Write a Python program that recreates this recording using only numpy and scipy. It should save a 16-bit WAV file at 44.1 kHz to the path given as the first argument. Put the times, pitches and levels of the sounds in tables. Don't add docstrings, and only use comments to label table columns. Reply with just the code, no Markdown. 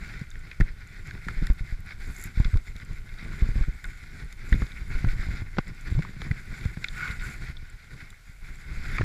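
import sys
import numpy as np
from scipy import signal
from scipy.fft import rfft, irfft, next_fast_len
from scipy.io import wavfile
from scipy.ndimage import uniform_filter1d, map_coordinates

SR = 44100
rng = np.random.default_rng(int(sys.argv[2]) if len(sys.argv) > 2 else 0)


def gain_from_db(level_db):
    decades = np.asarray(level_db, float) / 20
    return 10 ** decades


def bounce(signal):
    frames = np.transpose(np.atleast_2d(signal))
    limited = np.clip(frames, -1, 1)
    pcm = np.round(limited * 32767).astype(np.int16)
    wavfile.write(sys.argv[1], SR, pcm)


N = 398663


def unit(x):
    return x / np.sqrt(np.mean(x ** 2) + 1e-20)


def along(points, hz):
    f, db = np.transpose(points)
    return gain_from_db(np.interp(np.log(hz + 1), np.log(f + 1), db))


def track(rows):
    s, *columns = np.transpose(rows)
    return [np.interp(np.arange(N) / SR, s, c) for c in columns]


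def wobble(rate_hz):
    knots = rng.standard_normal(int(N * rate_hz / SR) + 4)
    return map_coordinates(knots, [np.arange(N) * rate_hz / SR])


def grains(rate_hz, spread_db):
    hit = rng.random(N) < rate_hz / SR
    size = np.minimum(rng.exponential(size=N), 2)
    return unit(hit * rng.choice([-1, 1], N) * gain_from_db(spread_db * size))


def patchy(x, patchy_db):
    z = signal.stft(x, nperseg=512)[2]
    field = uniform_filter1d(rng.standard_normal(z.shape), size=6, axis=0)
    field = uniform_filter1d(field, size=8, axis=1)
    return signal.istft(z * gain_from_db(patchy_db * unit(field)), nperseg=512)[1][:N]


def filtered(x, response):
    m = next_fast_len(N + SR // 2)
    return irfft(rfft(x, m) * response(np.fft.rfftfreq(m, 1 / SR)), m)[:N]


def modes(table):
    def response(f):
        total = 0
        for k, (centre, width, db) in enumerate(table):
            damping = 1j * f * width
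            total = total + (-1) ** k * gain_from_db(db) * damping / (centre ** 2 - f ** 2 + damping)
        return total
    return response


def rung(rattle, table):
    n = len(rattle)
    ring = irfft(rfft(rattle) * modes(table)(np.fft.rfftfreq(n, 1 / SR)), n)
    return ring / np.max(np.abs(ring))


def add(out, s, sound):
    at = round(s * SR)
    out[at:at + len(sound)] += sound[:N - at]


def muffled(f, edge_hz=5600):
    return 1 / (1 + 1j * f / edge_hz * 1.154 - (f / edge_hz) ** 2) ** 2


def hollow(f):
    return 1 - 0.55 / (1 + ((f - 2850) / 220) ** 2)


def through_case(f):
    return muffled(f) * hollow(f)


# mid t/s, length/s, level over pressure/dB
STROKES = [(0.117, 0.26, 8.0), (0.576, 0.34, 4.0), (0.681, 0.07, 5.5), (0.801, 0.093, 3.0),
           (0.943, 0.34, 5.5), (1.18, 0.26, 3.0), (1.4, 0.27, 7.5), (1.441, 0.05, 3.5), (1.594, 0.07, 8),
           (1.697, 0.13, 9.5), (1.891, 0.12, 4.5), (2.023, 0.34, 6), (2.028, 0.07, 3.5),
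           (2.197, 0.087, 3.5), (2.317, 0.35, 2.5), (2.4, 0.34, 7.5), (2.58, 0.074, 6), (2.674, 0.05, 7),
           (2.814, 0.35, 4.0), (2.816, 0.055, 6), (3.046, 0.36, 2), (3.342, 0.34, 8.0), (3.576, 0.18, 6.5),
           (3.897, 0.091, 3), (4, 0.05, 4.0), (4.18, 0.35, 4.5), (4.198, 0.063, 6.0), (4.447, 0.15, 4),
           (4.608, 0.05, 3), (4.63, 0.31, 6.0), (4.857, 0.22, 1), (4.956, 0.13, 9.5), (5.06, 0.12, 4),
           (5.231, 0.05, 4), (5.246, 0.34, 7.0), (5.396, 0.1, 4.5), (5.582, 0.11, 4), (5.687, 0.07, 9.5),
           (5.879, 0.067, 5.0), (5.904, 0.34, 6.5), (6.097, 0.07, 3), (6.238, 0.076, 4.5), (6.295, 0.23, 3),
           (6.588, 0.18, 6), (6.839, 0.083, 4.5), (7.046, 0.25, 11), (7.056, 0.34, 1), (7.36, 0.35, 5.5),
           (7.47, 0.13, 3.0), (7.752, 0.26, 3.0), (8.009, 0.065, 3.5), (8.009, 0.25, 7.5),
           (8.293, 0.1, 5.0), (8.471, 0.067, 5), (8.532, 0.25, 5.5), (8.852, 0.34, 4.5), (8.92, 0.067, 3)]
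# mid t/s, length/s, level over pressure/dB
LULLS = [(0.264, 0.07, -4.5), (0.596, 0.07, -6.0), (0.861, 0.07, -4), (1.03, 0.05, -7), (1.202, 0.05, -6),
         (1.971, 0.07, -7), (2.133, 0.05, -4), (2.305, 0.11, -3.5), (2.329, 0.07, -7), (2.736, 0.05, -7.0),
         (3.029, 0.07, -6), (3.29, 0.07, -4), (3.826, 0.046, -5.0), (4.123, 0.05, -3), (4.27, 0.073, -4.5),
         (4.355, 0.05, -5), (4.716, 0.11, -3), (4.977, 0.046, -4.5), (5.161, 0.073, -8),
         (5.297, 0.042, -6.0), (5.445, 0.05, -3), (5.514, 0.042, -2), (5.814, 0.11, -3.5),
         (5.973, 0.05, -4), (6.29, 0.046, -3), (6.786, 0.07, -3), (6.954, 0.05, -6), (7.046, 0.25, -4.0),
         (7.142, 0.05, -6.0), (7.36, 0.1, -2.5), (7.762, 0.05, -7), (8.089, 0.05, -4.5), (8.226, 0.05, -3),
         (8.354, 0.07, -3), (8.57, 0.07, -3), (8.81, 0.067, -4)]


def strokes(edge_s=0.032):
    t = np.arange(0, N, 64) / SR
    lift_db = np.zeros(len(t))
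    for s, length_s, db in STROKES + LULLS:
        inside_s = length_s / 2 - np.abs(t - s)
        lift_db += db * np.clip(inside_s / min(edge_s, length_s / 2), 0, 1)
    return np.interp(np.arange(N) / SR, t, lift_db)


# f/Hz, level/dB per Hz
RUMBLE = [(12, 4.5), (20, 17.5), (142, -10.5), (232, -25), (325, -30), (381, -30), (433, -34.5), (549, -42),
          (900, -45.5), (1170, -38), (1980, -120)]
# t/s, mount sway level/dB, harness rub level/dB
MOTION = [(0.0, -37, -51), (0.6, -37.5, -57.5), (1.1, -39, -49.5), (1.82, -40.5, -56.5), (2.1, -35, -52),
          (2.6, -40.5, -58), (3.07, -40, -55.5), (3.35, -33.5, -44.5), (3.8, -37.5, -54.5),
          (4.5, -41, -52.5), (5.2, -31.5, -46.5), (5.66, -40, -54), (6.15, -37.5, -47.5),
          (7.15, -36.5, -48.5), (7.7, -39.5, -58), (8.0, -42.5, -53.5), (8.25, -49, -69),
          (9.04, -30.5, -41)]


def rumble(shake_db=-24, shake_s=0.037, shake_rub_db=-15.5, rub_follows=0.6):
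    sway_db, rub_db = track(MOTION)
    tremble, t = np.zeros(N), np.arange(SR // 2) / SR
    for s, db, *_ in DROPS + LIFTS:
        add(tremble, s, gain_from_db(db + shake_db) * np.exp(-t / shake_s))
    lumps = gain_from_db(2.3 * wobble(16) + 3 * wobble(34))
    shaking = lumps * (rng.standard_normal(N) + 0.56 * grains(45, spread_db=1.5))

    def slow_part(f):
        return 1 / (1 + (f / 120) ** 4)

    sway = filtered(shaking, lambda f: along(RUMBLE, f) * slow_part(f))
    rub = filtered(shaking, lambda f: along(RUMBLE, f) * (1 - slow_part(f)))
    sway_gain = gain_from_db(sway_db) + tremble
    rub_gain = gain_from_db(rub_db + rub_follows * strokes()) + gain_from_db(shake_rub_db) * tremble
    return gain_from_db(1.5) * sway_gain * unit(sway) + gain_from_db(2.0) * rub_gain * unit(rub)


# f/Hz, width/Hz, level/dB
CASE = [(1450, 157, 1.5), (2150, 293, 2), (3540, 340, -13), (4910, 1230, -14)]
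# f/Hz, level/dB per Hz
LEAK = [(300, -33), (600, -18), (800, -12), (1000, -19), (1800, -13), (2450, -9), (2850, -25),
        (5000, -35.5), (7000, -56)]


def snow_hiss(hiss_db, puffs):
    crush = [patchy(rng.standard_normal(N) + 0.86 * grains(700, spread_db=6), patchy_db=1.3)
             for _ in range(3)]
    contact_db = np.clip(hiss_db + 44.5, 0, None)
    leak = filtered(crush[1], lambda f: along(LEAK, f))
    wall = filtered(crush[0], modes(CASE[:2])) + gain_from_db(-1.5 - 1.0 * contact_db) * leak
    upper = gain_from_db(0.64 * wobble(18) - 0.14 * contact_db) * filtered(crush[2], modes(CASE[2:]))
    hiss = filtered(gain_from_db(puffs) * wall + gain_from_db(0.68 * puffs) * upper, through_case)
    return gain_from_db(hiss_db + 0.3) * unit(hiss)


# f/Hz, width/Hz, level/dB
SHELL = [(7200, 870, 2), (10950, 1170, -3.5), (12900, 3800, -11)]


def spray(hiss_db, loose_db, puffs):
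    spray_db = -64 + 0.66 * (uniform_filter1d(hiss_db, size=SR // 30) + 49.5) + loose_db
    haze_db = np.interp(np.arange(N) / SR, [2.25 - 0.3, 2.25, 2.25 + 0.04], [0, 11, 0])
    fine = patchy(rng.standard_normal(N) + 0.8 * grains(500, spread_db=4.5), patchy_db=2.2)
    shell = gain_from_db(0.4 * puffs + 1.3 * wobble(30)) * filtered(fine, modes(SHELL))
    return gain_from_db(spray_db + haze_db - 2.5) * unit(shell)


# t/s, pressure level/dB, snow looseness level/dB
PRESSURE = [(0.0, -54.5, 0.5), (0.3, -55, -2), (0.8, -58.5, -4), (1.25, -53.5, 2), (1.8, -58.5, -2),
            (2.22, -54, 1.5), (2.64, -58.5, 2), (3.1, -56, 0.5), (3.8, -52.5, 2.5), (4.25, -57.5, 1),
            (4.45, -53.5, 3.5), (5.2, -51, 2), (5.7, -56, -1.5), (6.4, -51, 2), (7.25, -48.5, 6),
            (7.62, -56, -4), (8.36, -61.5, 4), (9.04, -44, 0)]


def glide():
    pressure_db, loose_db = track(PRESSURE)
    hiss_db = pressure_db + strokes()
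    puffs = 0.6 * wobble(22) + 1.5 * wobble(65)
    return snow_hiss(hiss_db, puffs) + spray(hiss_db, loose_db, puffs)


# f/Hz, level/dB per Hz
FLOOR = [(180, -41), (300, -14.5), (1240, -16), (1510, -1), (1670, -33), (2140, -9.5), (2790, -17.5),
         (4350, -17.5), (13800, -27.5), (15500, -35)]


def self_noise():
    return gain_from_db(-63.0) * unit(filtered(rng.standard_normal(N), lambda f: along(FLOOR, f)))


def contacts(events, t60_s=0.016, rise_s=0.00023):
    out, t = np.zeros(N), np.arange(2048) / SR
    for s, db, hz, bright_db, hollow_db in events:
        fade_s = t60_s * gain_from_db(0.091 * (db + 27.0))
        envelope = (1 - np.exp(-t / rise_s)) * gain_from_db(-60 * t / fade_s)
        rattle = rng.standard_normal((4, len(t))) * envelope
        spot = [(hz, 520, 0)]
        wall = rung(rung(rattle[0], spot), spot)
        wall = wall + gain_from_db(-5.0) * rung(rung(rattle[3], CASE[:2]), [(1700, 2100, 0)])
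        wall = wall + gain_from_db(-13) * rung(rattle[1], [(2300, 4000, 0)])
        upper = rung(rattle[1], [(3600, 420, 5), (5200, 2700, -11)])
        body = rung(rattle[2], [(332, 144, 10.5), (1080, 620, -9.0)])
        blow = gain_from_db(-6) * wall + gain_from_db(bright_db - 0.5) * upper + gain_from_db(hollow_db + 1.0) * body
        add(out, s, gain_from_db(db) * blow)
    return filtered(out, through_case)


# t/s, peak level/dB, struck spot f/Hz
WALL_TAPS = [(0.138, -31, 1970), (0.3554, -29, 1980), (0.5135, -24.5, 2150), (0.528, -35, 2000),
             (0.622, -32, 2100), (0.268, -37, 2050), (4.225, -36, 2100), (1.177, -33, 1480),
             (1.284, -17, 1450), (1.8881, -32, 2200), (1.9066, -27, 1970), (3.2477, -32, 2130),
             (3.3333, -33, 1440), (3.5124, -37, 2000), (3.637, -30, 1450), (4.5258, -13, 1870),
             (4.914, -36.5, 2090), (5.0868, -26, 2250), (5.1991, -33, 1940), (5.2287, -30, 1490),
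             (6.0225, -23, 2040), (6.049, -27, 1150), (6.3118, -17.5, 2070), (0.6018, -26, 1920),
             (7.047, -24, 1450), (0.687, -30, 2000), (8.993, -35, 2000), (8.003, -33.5, 2010),
             (8.127, -36, 1410), (8.7492, -36, 2000), (9.0147, -17.5, 1470), (8.983, -18.5, 1120)]


def wall_taps(bright_db=-41.5, hollow_db=-26.5):
    return contacts([(s, db, hz, bright_db, hollow_db) for s, db, hz in WALL_TAPS])


def clicks(events, t60_s=0.0044):
    ring, snaps, t = np.zeros(N), np.zeros(N), np.arange(SR // 100) / SR
    for s, db, hz in events:
        fade = gain_from_db(db - 60 * t / t60_s) * (1 - np.exp(-t / 0.00013))
        add(ring, s, gain_from_db(-0.5) * fade * np.sin(2 * np.pi * hz * t))
        add(snaps, s, gain_from_db(5) * fade * rng.standard_normal(len(t)))
    return ring + filtered(snaps, modes(SHELL))


# t/s, peak level/dB, pitch f/Hz
CRUMBS = [(0.194, -47, 6720), (0.304, -38, 6400), (0.3925, -45, 7540), (0.6062, -36, 6150),
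          (0.874, -42, 7000), (1.073, -40, 7500), (1.1089, -44, 6300), (1.286, -40, 6500),
          (1.469, -30, 5000), (2.3974, -44, 7480), (2.4473, -48, 6440), (2.5596, -47, 6000),
          (2.5723, -36, 5000), (2.764, -41, 5800), (2.85, -42, 7500), (3.3932, -46, 7580),
          (3.8407, -35.5, 7300), (4.3263, -35.5, 6400), (4.494, -41, 7400), (4.5266, -35, 7040),
          (4.6354, -46, 7300), (5.68, -40, 7600), (5.811, -38, 7200), (6.2185, -43, 6010),
          (6.655, -41, 6700), (6.843, -33, 7200), (4.654, -46, 7400), (5.748, -45, 7200),
          (2.932, -44, 4600), (6.981, -42, 7200), (7.7002, -41, 7510), (8.104, -38, 7300),
          (8.557, -46, 7510)]


def crumbs():
    return clicks(CRUMBS)


def swings(events, way, knock_hz=125):
    out, t = np.zeros(N), np.arange(SR // 8) / SR
    for s, db, hz, knock_db in events:
        turn = t * hz * 0.93
        rap = t * knock_hz * np.exp(0.29 * rng.standard_normal())
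        sway = gain_from_db(-24 * turn) * np.sin(2 * np.pi * turn)
        knock = gain_from_db(knock_db + 9.0 - 9.9 * rap) * np.sin(2 * np.pi * rap)
        add(out, s, way * gain_from_db(db + 6.0) * (sway + knock) * (1 - np.exp(-t / 0.0012)))
    return out


# t/s, peak level/dB, sway f/Hz, knock level over sway/dB
DROPS = [(0.214, -29, 90, -16), (0.602, -10, 46, -16.5), (1.268, -23.5, 42, -14.5), (1.37, -17.5, 21, -27),
         (1.608, -19.5, 33, -22), (1.724, -17.5, 29, -25), (2.374, -12, 37, -25), (2.4, -10.5, 46, -31),
         (2.758, -26, 27, -25), (3.557, -12.5, 36, -25), (3.684, -14.5, 41, -24.5), (4.523, -6.5, 42, -29),
         (4.543, -19, 105, -12), (4.566, -18.5, 36, -25), (4.62, -12, 48, -22), (4.95, -14.5, 19, -34),
         (5.07, -10.5, 28, -25), (5.268, -22, 35, -23), (5.419, -37.5, 77, 3.5), (6.654, -24, 110, -16),
         (8.772, -22, 13, -27), (8.997, -24, 110, -14), (5.131, -18, 24, -30), (7.42, -28, 30, -20)]


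def drops():
    return swings(DROPS, way=-1)


def crunch(level_db=-33, t60_s=0.06):
    burst, t = np.zeros(N), np.arange(SR // 8) / SR
    for s, db, *_ in DROPS + LIFTS + SHUDDERS:
        add(burst, s, gain_from_db(db + level_db - 60 * t / t60_s) * (1 - np.exp(-t / 0.002)))
    grit = rng.standard_normal(N) + grains(400, spread_db=5)
    hollow_pad = modes([(340, 300, 0)])
    return burst * unit(filtered(grit, lambda f: hollow_pad(f) ** 2))


# t/s, peak level/dB, f/Hz, way (up 1, down -1)
JERKS = [(0.217, -23, 130, 1), (0.612, -14, 130, -1), (1.419, -21, 119, -1), (2.255, -29, 140, -1),
         (2.401, -12.5, 109, -1), (3.467, -28, 150, 1), (3.677, -28, 130, -1), (4.556, -16, 90, 1),
         (5.043, -11.5, 115, -1), (5.589, -20, 120, -1), (5.924, -18, 110, -1), (6.093, -28, 150, 1),
         (6.165, -30, 140, 1), (6.657, -15.5, 75, 1), (6.772, -21.5, 150, -1), (3.227, -27, 150, 1),
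         (7.627, -29.5, 90, 1)]


def jerks(loss_db_per_cycle=16):
    out, t = np.zeros(N), np.arange(SR // 8) / SR
    for s, db, hz, way in JERKS:
        fade = gain_from_db(db + 3.5 - loss_db_per_cycle * t * hz) * (1 - np.exp(-t / 0.00088))
        add(out, s, way * fade * np.sin(2 * np.pi * hz * t))
    return out


# t/s, peak level/dB, struck spot f/Hz, bright part level/dB
RIM_CLICKS = [(1.109, -27, 1500, -15), (1.469, -27, 1900, -8), (2.446, -25, 1500, -2),
              (2.5396, -30, 1500, -15), (2.571, -34, 1400, -8), (2.799, -32.5, 1400, -16),
              (3.1393, -36, 2050, -11), (3.842, -26.5, 1630, -11.5), (6.609, -31, 2160, -12),
              (6.842, -13.5, 2220, -13), (6.884, -31, 2100, 3.5), (5.9, -41, 2130, -1),
              (7.0778, -28, 1470, -10), (7.1114, -30, 2100, -6), (7.196, -34.5, 2170, -9),
              (7.4849, -32, 2050, -18), (7.5677, -34, 3550, -8), (5.585, -21.5, 2570, -14),
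              (4.718, -42.5, 2100, 3.5), (4.538, -40, 2100, 7), (4.666, -43.5, 2000, 4.5),
              (0.313, -42, 1700, 1), (3.185, -43, 1800, -1), (4.325, -46.5, 2400, 5),
              (3.091, -41, 2100, -3.5), (8.104, -51, 2100, 7), (6.2175, -31, 1300, -4.5),
              (2.764, -43, 2100, 3.5)]


def rim_clicks(hollow_db=-30):
    return contacts([(s, db, hz, bright_db, hollow_db) for s, db, hz, bright_db in RIM_CLICKS])


# t/s, peak level/dB, struck spot f/Hz, hollow part level/dB
BODY_KNOCKS = [(0.6075, -13, 1720, -15.5), (1.1493, -34, 1890, -15), (1.5005, -28, 2030, -2.5),
               (2.4009, -33, 940, -16), (2.5593, -35.5, 1070, -7), (4.1994, -46, 1990, -2),
               (4.5394, -39, 923, -6), (4.6198, -22, 1450, -18), (5.045, -25.5, 1510, -8),
               (5.4194, -35.5, 1890, -4), (5.5688, -26.5, 1810, -10), (5.584, -13, 1200, -5),
               (5.587, -25, 1080, 1.5), (5.6697, -37, 2077, -12), (5.9898, -38.5, 1990, 7),
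               (6.2173, -27, 2200, -8.5), (6.6528, -35, 1440, -24), (6.77, -28, 1790, -11),
               (8.9824, -17, 2210, -20), (9.0095, -28.5, 1900, 4)]


def body_knocks(bright_db=-50):
    return contacts([(s, db, hz, bright_db - db, hollow_db) for s, db, hz, hollow_db in BODY_KNOCKS])


# t/s, peak level/dB, sway f/Hz, knock level over sway/dB
LIFTS = [(0.616, -13, 30, -19.5), (1.424, -14.5, 27.2, -16), (1.5, -7.5, 38.4, -31),
         (2.454, -12, 29.1, -25), (2.555, -10.5, 29.6, -26.5), (3.422, -7.5, 45, -35),
         (3.489, -14, 27, -19), (3.61, -13, 35.2, -25), (5.084, -22, 15, -20), (5.194, -16.5, 27, -23.5),
         (5.287, -20, 50, -25), (5.338, -20.5, 34.8, -37), (5.915, -23.5, 59.6, -14.5),
         (5.95, -13.5, 30, -27), (7.188, -24.5, 23.8, -24), (8.916, -26, 27, -17), (9.008, -25.5, 64.6, -2),
         (9.03, -20, 29.6, -15)]


def lifts():
    return swings(LIFTS, way=1)


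# t/s, peak level/dB, pitch f/Hz
PELTING = [(2.0752, -46, 13000), (2.1095, -48, 10900), (2.1154, -49, 12500), (2.1234, -47, 11500),
           (2.1515, -44, 13520), (2.165, -35, 6760), (2.186, -40, 12500), (2.212, -38, 11000),
           (2.2154, -32, 6760), (2.2258, -33, 7500), (2.2395, -23.5, 11300), (2.26, -39, 12500),
           (2.0006, -52, 11000), (2.251, -44, 9000), (2.267, -44, 6000), (2.2, -47, 12000),
           (1.805, -44, 12000), (1.862, -45, 11000), (1.533, -43, 12000), (3.855, -40, 9100),
           (4.2467, -50, 9000)]


def pelting():
    return clicks(PELTING)


# t/s, peak level/dB, f/Hz, length/s
SHUDDERS = [
    (5.963, -17, 145, 0.046),
    (2.532, -11.5, 80.5, 0.022),
    (5.049, -21, 129, 0.0206),
    (5.581, -17, 209, 0.01175),
    (6.307, -13, 110, 0.013),
]


def shudders():
    out = np.zeros(N)
    for s, db, hz, length_s in SHUDDERS:
        t = np.arange(round(length_s * SR)) / SR
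        turn = hz * t * (0.64 + 0.3 * t / length_s)
        add(out, s, gain_from_db(db) * np.sin(np.pi * t / length_s) * np.sin(2 * np.pi * turn))
    return out


# t/s, peak level/dB, pitch f/Hz
FLECKS = [(2.7421, -59, 10400), (2.764, -54, 9990), (3.0079, -56, 11700), (3.1401, -53, 10600),
          (3.2379, -56, 9650), (3.3277, -54, 10500), (3.8416, -47, 10200), (4.1424, -58, 10200),
          (4.2466, -56, 9550), (4.3255, -47, 9800), (4.3694, -53, 10000), (4.527, -49, 10600),
          (4.7051, -57, 10700), (4.8168, -51, 10000), (4.8797, -46, 10900), (4.9934, -53, 11500),
          (5.1391, -51, 11300), (5.2364, -50, 9810), (5.2469, -50, 10600), (5.41, -54, 10200),
          (5.5157, -53, 10600), (5.6839, -55, 10900), (5.8181, -51, 11100), (6.3169, -47, 10700),
          (6.3469, -56, 11500), (6.4581, -52, 9580), (6.5898, -50, 11100), (6.6856, -55, 11100),
          (6.7115, -56, 9600), (6.8417, -52, 9710), (7.9512, -55, 10800), (7.9846, -57, 11000),
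          (8.0625, -57, 11200), (8.1029, -47, 11000), (8.4147, -55, 11500), (8.4501, -56, 9920),
          (8.5563, -54, 11000), (8.8312, -54, 10500), (8.8936, -51, 11300), (8.9849, -54, 10700)]


def flecks():
    return clicks(FLECKS)


# start t/s, length/s, level/dB, low mode over high/dB
SCRAPES = [
    (6.93, .25, -39, 3.5),
    (7.2, 0.078, -45, 6.5),
    (4.75, 0.048, -50.5, -14),
    (3.84, 0.025, -41.5, 3),
]


def scrapes():
    t = np.arange(N) / SR
    sung = []
    for hz, width_hz, _ in CASE[:2]:
        slips = gain_from_db(1.5 * wobble(60)) * (rng.standard_normal(N) + grains(300, spread_db=5))
        sung.append(unit(filtered(slips, modes([(hz, 0.43 * width_hz, 0)]))))
    low, high = sung
    out = np.zeros(N)
    for s, length_s, db, low_db in SCRAPES:
        inside_s = np.minimum(t - s, s + length_s - t)
        press = np.clip(inside_s / (0.36 * length_s), 0, 1)
        out += gain_from_db(db) * press * (gain_from_db(low_db / 2) * low + gain_from_db(-low_db / 2) * high)
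    return filtered(out, lambda f: muffled(f, edge_hz=2650))


def scene():
    body = rumble() + drops() + crunch() + jerks() + lifts() + shudders()
    case = wall_taps() + rim_clicks() + body_knocks() + scrapes()
    snow = glide() + crumbs() + pelting() + flecks()
    return (body + case + snow)[None]


def roll_off(x):
    return signal.sosfilt(signal.butter(12, 16400, fs=SR, output="sos"), x)


def record(dry, low_hz=14, top_hz=15280):
    heard = dry[0] + self_noise()
    kept = filtered(heard, lambda f: 1j * f / (low_hz + 1j * f) * (f < top_hz))
    return roll_off(kept[None])


dry = scene()
out = record(dry)
bounce(out)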